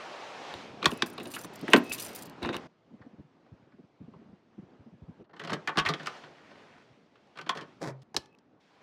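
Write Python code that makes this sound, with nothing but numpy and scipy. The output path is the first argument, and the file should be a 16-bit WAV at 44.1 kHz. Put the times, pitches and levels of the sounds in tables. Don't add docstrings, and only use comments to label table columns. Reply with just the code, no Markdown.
import sys
import numpy as np
from scipy import signal
from scipy.fft import rfft, irfft
from scipy.io import wavfile
from scipy.ndimage import uniform_filter1d

SR = 44100
rng = np.random.default_rng(int(sys.argv[2]) if len(sys.argv) > 2 else 0)


def generate_wav(sig):
    pcm = np.round(np.clip(np.atleast_2d(sig).T, -1, 1) * 32767).astype(np.int16)
    wavfile.write(sys.argv[1], SR, pcm)


def linear_from_db(decibels):
    return 10 ** (np.asarray(decibels, float) / 20)


N = 388962
SIZE = 8192
HZ = np.fft.rfftfreq(SIZE, 1 / SR)
AGE_S = np.arange(SIZE) / SR

CUTS_S = 2.675, 8.032
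# (time [s], clack [dB], door thud [dB re clack],
# tick [dB re clack], rattle t60 [s])
LOCK_1_BLOWS = [(.539, -37, -4, -19, 0.018), (.606, -55, -18, -30, 0.011), (.828, -31, -5.5, -28, 0.055),
                (.844, -28.5, 0.5, -47, 0.039), (.857, -17.5, -6.5, -22, 0.033), (.915, -39, 6, -6, 0.03),
                (1.022, -21.5, -4.5, -36, 0.028), (1.179, -38, -1, -20, 0.042), (1.197, -43, 3, -15, 0.28),
                (1.254, -49, 9, -4, 0.053), (1.337, -45, -2.5, 2, 0.099), (1.364, -35, -15, -23, 0.065),
                (1.445, -41, -3, -43.5, 0.021), (1.68, -30.5, 3, -24.5, 0.1),
                (1.734, -8.5, -2.5, -17, 0.049), (1.763, -23, -0.5, -16.5, .04),
                (1.921, -53, -22, 12, 0.12), (1.981, -48, -8, 2, 0.25), (2.428, -37.5, -4, -13.5, 0.076),
                (2.448, -28.5, -8, -47, 0.052), (2.49, -27, -4.5, -41, 0.042),
                (2.543, -30.5, -1.5, -28, 0.13), (2.566, -39, -14, -2.5, 0.012)]
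# (time [s], clack [dB], door thud [dB re clack], tick [dB re clack])
KEY_ENTRY = [(3.014, -55, -16, -67.5), (3.461, -65.5, -1.5, -59), (3.718, -62.5, -6.5, -59.5),
             (4.134, -54.5, 1, -70.5), (5.241, -67, -4, -43.5), (5.293, -60.5, 1, -47),
             (5.307, -65, 4, -33), (5.332, -50, -4, -60), (5.363, -50.5, -4, -20),
             (5.395, -40, -6.5, -11.5), (5.413, -43, -4.5, -27), (5.436, -42.5, -1, -10),
             (5.447, -41.5, -1, -10.5), (5.473, -39.5, -2.5, -9.5), (5.495, -34, -5.5, -20),
             (5.502, -40.5, 0, -7), (5.518, -31.5, 0.5, -43), (5.531, -30, -19, -7)]
ENTRY_T60_S = 0.067
# (time [s], clack [dB], thud [dB re clack], tick [dB re clack], t60 [s])
KEY_TURN = [(5.674, -27.5, -11.5, -11.5, 0.059), (5.69, -29.5, -10, -64, 0.046), (5.756, -38, 0, -67, 0.26),
            (5.772, -25.5, -0.5, -6, 0.036), (5.786, -28, -28, -3, 0.049), (5.779, -23, -9, -13, 0.032),
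            (5.79, -29.5, -14, -8, 0.052), (5.797, -29, -29, -6, 0.042), (5.85, -31, -9, -20, 0.22),
            (5.86, -25.5, -17, -15.5, 0.12), (5.887, -27, -3, -16, 0.069), (5.936, -36, -1, -25, 0.048),
            (5.996, -39, -3.5, -34, 0.13), (6.031, -54, -23, 1, 0.042), (6.058, -39, -14, -8, 0.24),
            (6.07, -29.5, -12, -5.5, 0.032), (6.235, -44.5, -6, -36, 0.079), (6.51, -54, 2.5, -23, 0.053),
            (6.554, -55.5, -7, -23, 0.044)]
# (time [s], clack [dB], thud [dB re clack], tick [dB re clack], t60 [s])
KEY_EXIT = [(7.154, -58, -22, -27, 0.055), (7.273, -75, -1, 3.5, 0.021), (7.355, -54, -2, -26, 0.098),
            (7.372, -44, -16, -13, 0.036), (7.386, -39, -8, -16, 0.079), (7.411, -46.5, -7, -4.5, 0.047),
            (7.462, -44, 2, -24, 0.2), (7.492, -23.5, -15.5, -15.5, 0.048), (7.549, -45, 5.5, -10, 0.17),
            (7.571, -38.5, -4, -11, 0.13), (7.609, -46.5, 5.5, -5.5, 0.12), (8.019, -70, -10, 7, 0.045)]
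# (time [s], clack [dB], wall thud [dB re clack], tick [dB re clack], rattle t60 [s])
SWITCH_SNAPS = [
    (8.144, -38.5, -0.5, -21, 0.044),
    (8.165, -30.5, -3, 7, 0.039),
    (8.258, -66.5, -10, 7, 0.013),
    (8.386, -73, 4, 2.5, 0.016),
]
# (time [s], clack pitch [Hz], snap pitch [Hz],
# extra snap [dB])
PART_ACCENTS = [(.828, 1230, 3570, -3), (.844, 2600, 4200, 0.6), (4.134, 855, 1990, -2),
                (5.396, 1850, 2940, -3), (5.772, 1060, 3150, -5), (7.386, 1490, 2390, -4),
                (.857, 1040, 3470, 3.5), (1.022, 1690, 3600, 4.5), (1.364, 1660, 2880, -7),
                (1.68, 1880, 2900, -9), (1.734, 1650, 2850, 1), (1.763, 1450, 3900, -4),
                (5.674, 1800, 2540, -4), (5.691, 960, 3030, -3), (5.785, 1150, 3030, 0.5),
                (5.86, 1940, 2580, -2.5), (5.888, 1110, 3900, -0.3), (5.937, 1480, 3240, 7),
                (6.07, 1190, 2840, -5.5), (7.493, 1040, 3300, -1.5), (8.144, 2970, 5480, -1.5),
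                (8.165, 2950, 5120, 0.5), (8.258, 3230, 5670, -7), (8.386, 3500, 5180, 1.7)]
ACCENT_DB, ACCENT_Q = 5, 4.2
# (frequency [Hz], width [Hz], level [dB])
LOCK_1_MODES = [(1140, 360, -6), (1630, 1700, -2.5), (2640, 250, 1), (2850, 260, 5), (3706, 420, 11.5),
                (4294, 2800, -2.5)]
# (frequency [Hz], width [Hz], level [dB])
LOCK_2_MODES = [(748, 60, -13), (1180, 300, -3), (1512, 90, -10), (1842, 300, 3), (2220, 500, 4),
                (3030, 650, 1.5), (4200, 510, -2.5)]
# (frequency [Hz], width [Hz], level [dB])
DOOR_1_MODES = [(170, 25, -6), (243, 16, 1.5), (290, 36, -1.5), (330, 24, -2), (355.6, 20, -2.5),
                (444.4, 99, -3.5)]
# (frequency [Hz], width [Hz], level [dB])
DOOR_2_MODES = [(156.5, 27, -0.5), (195, 91, -2.5), (367, 43, -9), (400, 154, -2.5), (486, 40, -29),
                (640, 900, 18.5)]
# (frequency [Hz], width [Hz], level [dB])
SWITCH_MODES = [(775, 410, 0.5), (1000, 340, -8.5), (1895, 980, 5), (2950, 16, -21), (3040, 330, 3),
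                (7200, 30, -16), (3550, 610, -4), (4280, 400, 0.5), (5600, 1500, 9)]
# (frequency [Hz], width [Hz], level [dB])
WALL_MODES = [(145, 45.6, 1.5), (330, 46.4, -12.5), (506, 80, -9.5)]
# (time [s], stroke [s], grind [dB], rumble [dB re grind], rasp [dB re grind])
METAL_DRAGS = [
    (.815, .012, -39, -2, -17),
    (1.669, .012, -44, -2.5, -25),
    (1.708, 0.028, -38.5, -1, -22),
    (2.411, 0.1, -46, 9, -12),
    (2.52, 0.025, -38, -2, -11.5),
    (6.331, 0.497, -65, -8, -17.5),
    (7.804, 0.096, -46, 8.5, -1),
]
DRAG_RISE_S, DRAG_START_DB, DRAG_T60_S = 0.012, -24, 0.049
# (time [s], level [dB], chatter length [s])
KEY_JINGLES = [(0.876, -55, 0.054), (0.906, -51, 0.066), (0.973, -51.5, 0.0047), (1.06, -48, 0.033),
               (1.099, -53, 0.0047), (1.13, -59, 0.0094), (1.229, -52, 0.046), (1.27, -50, 0.045),
               (1.311, -47, 0.047), (1.347, -43, 0.12), (1.384, -46.5, 0.051), (1.409, -47, 0.019),
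               (1.435, -47, 0.021), (1.533, -61, 0.011), (1.554, -50, 0.0063), (1.587, -65, 0.0095),
               (1.612, -52, 0.0029), (1.702, -49.5, 0.028), (1.768, -43, 0.021), (1.835, -56, 0.069),
               (1.894, -48, 0.017), (1.923, -34, 0.031), (1.997, -37.5, 0.03), (2.046, -43, 0.015),
               (2.081, -49.5, 0.076), (2.148, -43, 0.032), (2.183, -47.5, 0.025), (2.221, -44, 0.014),
               (2.253, -50.5, 0.017), (2.296, -54, 0.0034),
               (0.931, -56, 0.0088), (1.078, -64, 0.0077), (1.303, -54, .008), (1.864, -58, 0.02),
              (1.946, -43.5, 0.029), (1.978, -48, 0.012), (2.021, -40, 0.03), (2.058, -43.5, 0.017),
              (2.113, -59, 0.0093), (2.131, -53, 0.0066), (2.159, -44, .012), (2.21, -54, 0.0074)]
# (frequency [Hz], width [Hz], level [dB])
KEY_MODES = [(2000, 30, -14), (4520, 30, -8), (4980, 22, -4), (5960, 25, -4), (7280, 18, -3),
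             (7850, 30, -9), (8850, 22, 0), (9620, 22, -1), (10100, 28, -1), (11750, 35, -10),
             (12170, 25, -8), (12930, 28, 2), (13940, 25, -6), (14600, 25, -7)]
FREE_RING_DB, CAUGHT_S = -7, 2.1
# (time [s], level [dB], pitch [Hz], t60 [s])
LEAF_BOOM = [
    (7.861, -36.5, 132.9, 0.68),
]
# (time [s], level [dB], pitch [Hz])
BODY_THUMPS = [(1.626, -34.5, 270), (2.905, -53, 230), (2.935, -44.5, 202), (3.004, -49, 169),
               (3.063, -46.5, 239), (3.132, -49.5, 228), (3.185, -43, 205), (3.241, -55, 168),
               (3.518, -45, 153), (3.624, -58.5, 212.6), (3.672, -58.5, 236), (3.736, -53, 217.6),
               (3.788, -48, 273), (3.835, -53, 211.6), (4.004, -42, 178.3), (4.079, -43.5, 220.4),
               (4.157, -50, 173), (4.256, -54, 157), (4.325, -48, 169.2), (4.58, -39.5, 189.6),
               (4.668, -65, 115), (4.72, -57.5, 317), (4.794, -50, 155.6), (4.858, -47, 278.6),
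               (4.921, -50, 165.2), (5.019, -44, 152.4), (5.08, -41, 164.2), (5.193, -56.5, 103),
               (5.196, -48, 290), (6.901, -55, 149),
               (0.547, -47.5, 105), (0.863, -35, 110), (.925, -34, 243), (1.05, -51, 243), (2.431, -40, 101),
              (2.489, -42, 112), (2.552, -51, 100), (4.029, -47, 160), (4.11, -55, 197),
              (4.185, -51.5, 189), (4.214, -55, 262), (4.285, -52, 159), (4.625, -49, 252),
              (5.778, -45, 75.5), (5.86, -42, 90), (8.168, -45.5, 145)]
THUMP_S = 0.031
# (frequency [Hz], t60 [s])
ROOM_T60 = [(100, 0.14), (400, 0.31), (1500, 0.2), (4000, 0.093), (12000, 0.079)]
# (frequency [Hz], density [dB per Hz])
AIR_SPECTRUM = [(30, -24), (75, -23), (105, -3.5), (249, 3), (728, -1), (1290, -8.5), (5890, -35),
                (15500, -69)]
# (start [s], blend-in [s], hum [dB], body [dB], hiss [dB])
PLACE_AIR = [
    (0, .01, -61, -46, -52),
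    (.5, 0.19, -54.5, -54.5, -66.5),
    (2.67, 0.0053, -70, -75.5, -81.5),
    (5.228, .008, -70, -75.5, -95.5),
    (5.33, 0.035, -71, -74.5, -88.5),
    (6.3, 0.069, -69, -74.5, -79),
    (8.03, 0.0065, -66.5, -73.5, -85.5),
    (8.598, 0.0076, -72.5, -73.5, -72.5),
]
# (hum share [dB/dB], body share [dB/dB], hiss share [dB/dB])
STIR_REACH = [(1, 0.055, 0.58), (0.72, 0.24, 2), (0.58, 0.73, 0.27), (0.087, 0.23, .1), (0.62, 1.06, 1.62),
              (0.54, 1.1, 1.14), (.3, 0.7, 1.6), (0.32, 1.13, 0.094)]
# (time [s], stir [dB], rise [s], fall [s])
AIR_STIRS = [(.6, 6.5, 0.23, 0.29), (.95, 6, 0.33, 0.46), (1.72, 8.5, 0.27, 0.6), (2.1, 6.5, 1.4, 0.28),
             (2.6, 3, 0.29, 0.21), (3.051, 13.5, 0.25, 0.26), (3.5, 8.5, 0.31, 0.43),
             (4.2, 12.5, 0.29, 0.3), (4.7, 12, 0.3, 0.48), (5.22, 12.5, 0.42, .012), (5.55, 15, 0.41, 0.79),
             (6.15, 21, 1.44, 0.51), (6.62, 12.5, 1.47, 0.56), (7.3, 0, 0.3, .4), (7.7, 9, 0.78, 0.23),
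             (8.82, 8, 0.19, 0.097)]


def read(points, hz):
    f, value = np.transpose(points)
    return np.interp(np.log(hz + 1), np.log(f + 1), value)


def add(mix, s, sound):
    part = mix[round(s * SR):][:len(sound)]
    part += sound[:len(part)]


def band(hz, lo_hz, hi_hz):
    up, down = 1j * hz / lo_hz, 1j * hz / hi_hz
    high_pass = up ** 2 / (1 + np.sqrt(2) * up + up ** 2)
    return high_pass / (1 + np.sqrt(2) * down + down ** 2)


def modes(table, hz=HZ, spread_db=0):
    f, width, db = np.transpose(table)[:, :, None]
    if spread_db:
        db = db + spread_db * rng.standard_normal(db.shape)
    resonance = 1 / (1 / 2 + 1j * (hz - f) / np.maximum(width, 5))
    return (linear_from_db(db) / width * resonance).sum(0) * width.mean()


def peaked(drive, response, db):
    sound = irfft(rfft(drive, SIZE) * response, SIZE)
    peak_power = uniform_filter1d(sound ** 2, size=176).max()
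    return linear_from_db(db) * sound / np.sqrt(peak_power + 1e-20)


def rattle(t60_s, grain_db, rise_s=0.0005):
    unevenness_db = grain_db * np.repeat(rng.standard_normal(SIZE // 32), 32)
    grains = rng.standard_normal(SIZE) * linear_from_db(unevenness_db)
    decay = linear_from_db(-60 * AGE_S / np.clip(t60_s, 0.004, 0.15))
    return grains * decay * np.minimum(AGE_S / rise_s, 1)


def blows(table, metal, panel, lag_s, top_hz, base_snap_db, sharp, fastest_s, crack_size):
    out = np.zeros(N)
    body = band(HZ, 630, 2000) ** 2
    edge = band(HZ, 2440, 3030) ** 2
    treble = band(HZ, 4100, top_hz) ** 2
    drum = band(HZ, 150, 1500) * band(HZ, 160, 580)
    crack = 1 + crack_size * linear_from_db(-60 * AGE_S / 0.0055)
    for s, db, thud_db, tick_db, t60_s in table:
        snap_db = base_snap_db + sharp * tick_db
        rise_s = np.clip(0.00027 * linear_from_db(-1.2 * (db + 23.5)), fastest_s, 0.005)
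        drive = rattle(t60_s, 2.0, rise_s) * crack
        response = modes(metal, spread_db=2.5) + 0.8
        low, high = response * body, response * edge
        for accent_s, low_hz, high_hz, extra_db in PART_ACCENTS:
            if abs(accent_s - s) >= 0.005:
                continue
            low_part = 1 + modes([(low_hz, low_hz / ACCENT_Q, ACCENT_DB)])
            high_part = 1 + modes([(high_hz, high_hz / ACCENT_Q, ACCENT_DB - 6)])
            low = (low / abs(low).max() + 0.1) * body ** 0.5 * low_part
            high = band(HZ, 0.7 * high_hz, 1.25 * high_hz) ** 2 * high_part
            snap_db += extra_db
        clack = peaked(drive, low, db)
        snap = peaked(drive * linear_from_db(-120 * AGE_S), high, db + snap_db)
        tick = peaked(rattle(0.54 * t60_s, 3.8, rise_s / 2), treble, db + tick_db)
        panel_response = (modes(panel, spread_db=3.5) + 1.4) * drum
        thud = peaked(rattle(1.7 * t60_s, 4.4, 0.003), panel_response, db + thud_db)
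        add(out, s - 0.0003, clack + snap + tick)
        add(out, s + lag_s, thud)
    return out


def drags():
    out, size = np.zeros(N), 4 * SIZE
    hz, t = np.fft.rfftfreq(size, 1 / SR), np.arange(size) / SR
    for s, stroke_s, grind_db, rumble_db, rasp_db in METAL_DRAGS:
        rise_db = DRAG_START_DB * np.maximum(1 - t / DRAG_RISE_S, 0)
        db = grind_db + rise_db - 60 * np.maximum(t - stroke_s, 0) / DRAG_T60_S
        unevenness_db = 4.2 * np.repeat(rng.standard_normal(SIZE // 24 + 1), 96)[:size]
        slips = rng.standard_normal(size) * linear_from_db(unevenness_db)
        big_slips = slips * np.sqrt(abs(slips))
        lock, door = (LOCK_2_MODES, DOOR_2_MODES) if s > CUTS_S[0] else (LOCK_1_MODES, DOOR_1_MODES)
        brass = (modes(lock, hz) + 0.89) * band(hz, 620, 3430) ** 2
        leaf = (modes(door, hz) + 1.3) * band(hz, 140, 1000) ** 2
        treble = band(hz, 2500, 5500) ** 2
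        for drive, path, path_db in [(slips, brass, 0), (slips, leaf, rumble_db),
                                     (big_slips, treble, rasp_db)]:
            part = irfft(rfft(drive) * path)
            add(out, s, part / part.std() * linear_from_db(db + path_db))
    return out


def jingles():
    out = np.zeros(N)
    for s, db, length_s in KEY_JINGLES:
        after_s = np.maximum(AGE_S - length_s, 0)
        chatter = rattle(0.1, 6.5, 0.003) * linear_from_db(-60 * after_s / 0.015)
        detune = rng.uniform(0.96, 1.04)
        held = modes(np.multiply(KEY_MODES, [detune, 16, 1]), spread_db=5.0) + 1.2
        loose = modes(np.multiply(KEY_MODES, [detune ** 0.1, 1.4, 1]), spread_db=5.5)
        ring = peaked(chatter, loose, db + FREE_RING_DB - 10 * (s > CAUGHT_S))
        knock = peaked(chatter, held * band(HZ, 2200, 11500), db)
        add(out, s - 0.001, knock + ring * linear_from_db(-60 * after_s / 0.045))
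    return out


def boom():
    out = np.zeros(N)
    s, db, hz, t60_s = LEAF_BOOM[0]
    envelope = linear_from_db(db - 60 * AGE_S / t60_s) * (1 - np.exp(-AGE_S / 0.013))
    add(out, s, envelope * np.sin(2 * np.pi * hz * AGE_S))
    return out


def thumps():
    out = np.zeros(N)
    for s, db, hz in BODY_THUMPS:
        u = AGE_S / (THUMP_S * linear_from_db(1.8 * rng.standard_normal()))
        swell = u * np.exp(-3.0 * u ** 2)
        drift = 1.76 * np.cumsum(rng.standard_normal(SIZE)) / np.sqrt(SR / hz)
        wobble = np.sin(2 * np.pi * hz * AGE_S + drift)
        puff = rng.standard_normal(SIZE) * u * np.exp(-1.5 * u)
        rustle = peaked(puff, band(HZ, 300, 1000), db - 27.5)
        thump = peaked(swell * wobble, band(HZ, 0.3 * hz, 1.8 * hz) * band(HZ, 0.45 * hz, 2200), db)
        add(out, s - 0.004, thump + rustle)
    return out


def walls(x, stretch=1):
    taps = np.zeros(SR)
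    at = np.arange(300, SR - 8, 8)
    taps[at + rng.integers(0, 8, len(at))] = rng.choice([-1., 1.], len(at))
    hz, t, z = signal.stft(taps, SR, nperseg=256)
    t60_s = np.maximum(stretch * read(ROOM_T60, hz), 0.02)
    tail = signal.istft(z * linear_from_db(-60 * t / t60_s[:, None]), SR, nperseg=256)[1]
    return signal.fftconvolve(x, tail / np.linalg.norm(tail))[:N]


def air_levels(t):
    s, db, rise_s, fall_s = np.transpose(AIR_STIRS)[:, :, None]
    triangle = np.minimum(1 + (t - s) / rise_s, 1 - (t - s) / fall_s)
    stir_db = np.maximum(db * triangle, 0).max(0)
    start_s, blend_s, *levels_db = np.transpose(PLACE_AIR)
    inside = np.clip((t - start_s[:, None]) / np.maximum(blend_s, 0.002)[:, None], 0, 1)
    share = inside - np.vstack([inside[1:], 0 * t])
    share[0] = 1 - inside[1]
    return np.array(levels_db) @ share + np.transpose(STIR_REACH) @ share * stir_db


def air():
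    frames, hz = N // 256 + 5, np.fft.rfftfreq(1024, 1 / SR)
    s = np.arange(0, N + 64, 64) / SR
    a, b, patches = rng.standard_normal((frames, 513, 3)).T
    patches = uniform_filter1d(uniform_filter1d(patches, size=8, axis=0), size=8, axis=1)
    flat = (a + 1j * b) * linear_from_db(1.3 * patches / patches.std())
    colour = linear_from_db(read(AIR_SPECTRUM, hz))
    out = np.zeros(N)
    for level_db, (lo_hz, hi_hz) in zip(air_levels(s), [(28, 400), (450, 2500), (2500, 23000)]):
        shape = colour * abs(band(hz, lo_hz, hi_hz)) ** 2
        part = signal.istft(flat * shape[:, None], nperseg=1024, noverlap=768)[1][:N]
        out += part / part.std() * linear_from_db(np.interp(np.arange(N) / SR, s, level_db))
    return out


def scene():
    t, drag = np.arange(N) / SR, drags()
    first = blows(LOCK_1_BLOWS, LOCK_1_MODES, DOOR_1_MODES, lag_s=0.0037, top_hz=9986,
                  base_snap_db=6.9, sharp=0.3, fastest_s=0.00059, crack_size=2.2)
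    first += jingles() + drag * (t < CUTS_S[0])
    key_work = [(*row, ENTRY_T60_S) for row in KEY_ENTRY] + KEY_TURN + KEY_EXIT
    second = blows(key_work, LOCK_2_MODES, DOOR_2_MODES, lag_s=0.00214, top_hz=4000,
                   base_snap_db=0.61, sharp=0.14, fastest_s=0.0022, crack_size=0.32)
    second += drag * (t > CUTS_S[0])
    switch = blows(SWITCH_SNAPS, SWITCH_MODES, WALL_MODES, lag_s=0.0018, top_hz=3260,
                   base_snap_db=1.04, sharp=0.4, fastest_s=0.0011, crack_size=1.35)
    hall = (first + linear_from_db(-17.5) * walls(first)) * (t < CUTS_S[0])
    doorway = (second + linear_from_db(-13.0) * walls(second) + boom()) * (t < CUTS_S[1])
    switch_room = switch + linear_from_db(-22) * walls(switch, 2.37)
    return (hall + doorway + switch_room + thumps() + air())[None]


def band_limit(x):
    return signal.sosfilt(signal.butter(12, 16480, fs=SR, output="sos"), x)


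def record(dry):
    ceiling = 0.95
    limited = ceiling * np.tanh(dry / ceiling)
    low_pass = signal.firwin(511, 15900, window=("kaiser", 9), fs=SR)
    mix = signal.oaconvolve(limited, low_pass[None], "same")
    return band_limit(mix)


dry = scene()
out = record(dry)
generate_wav(out)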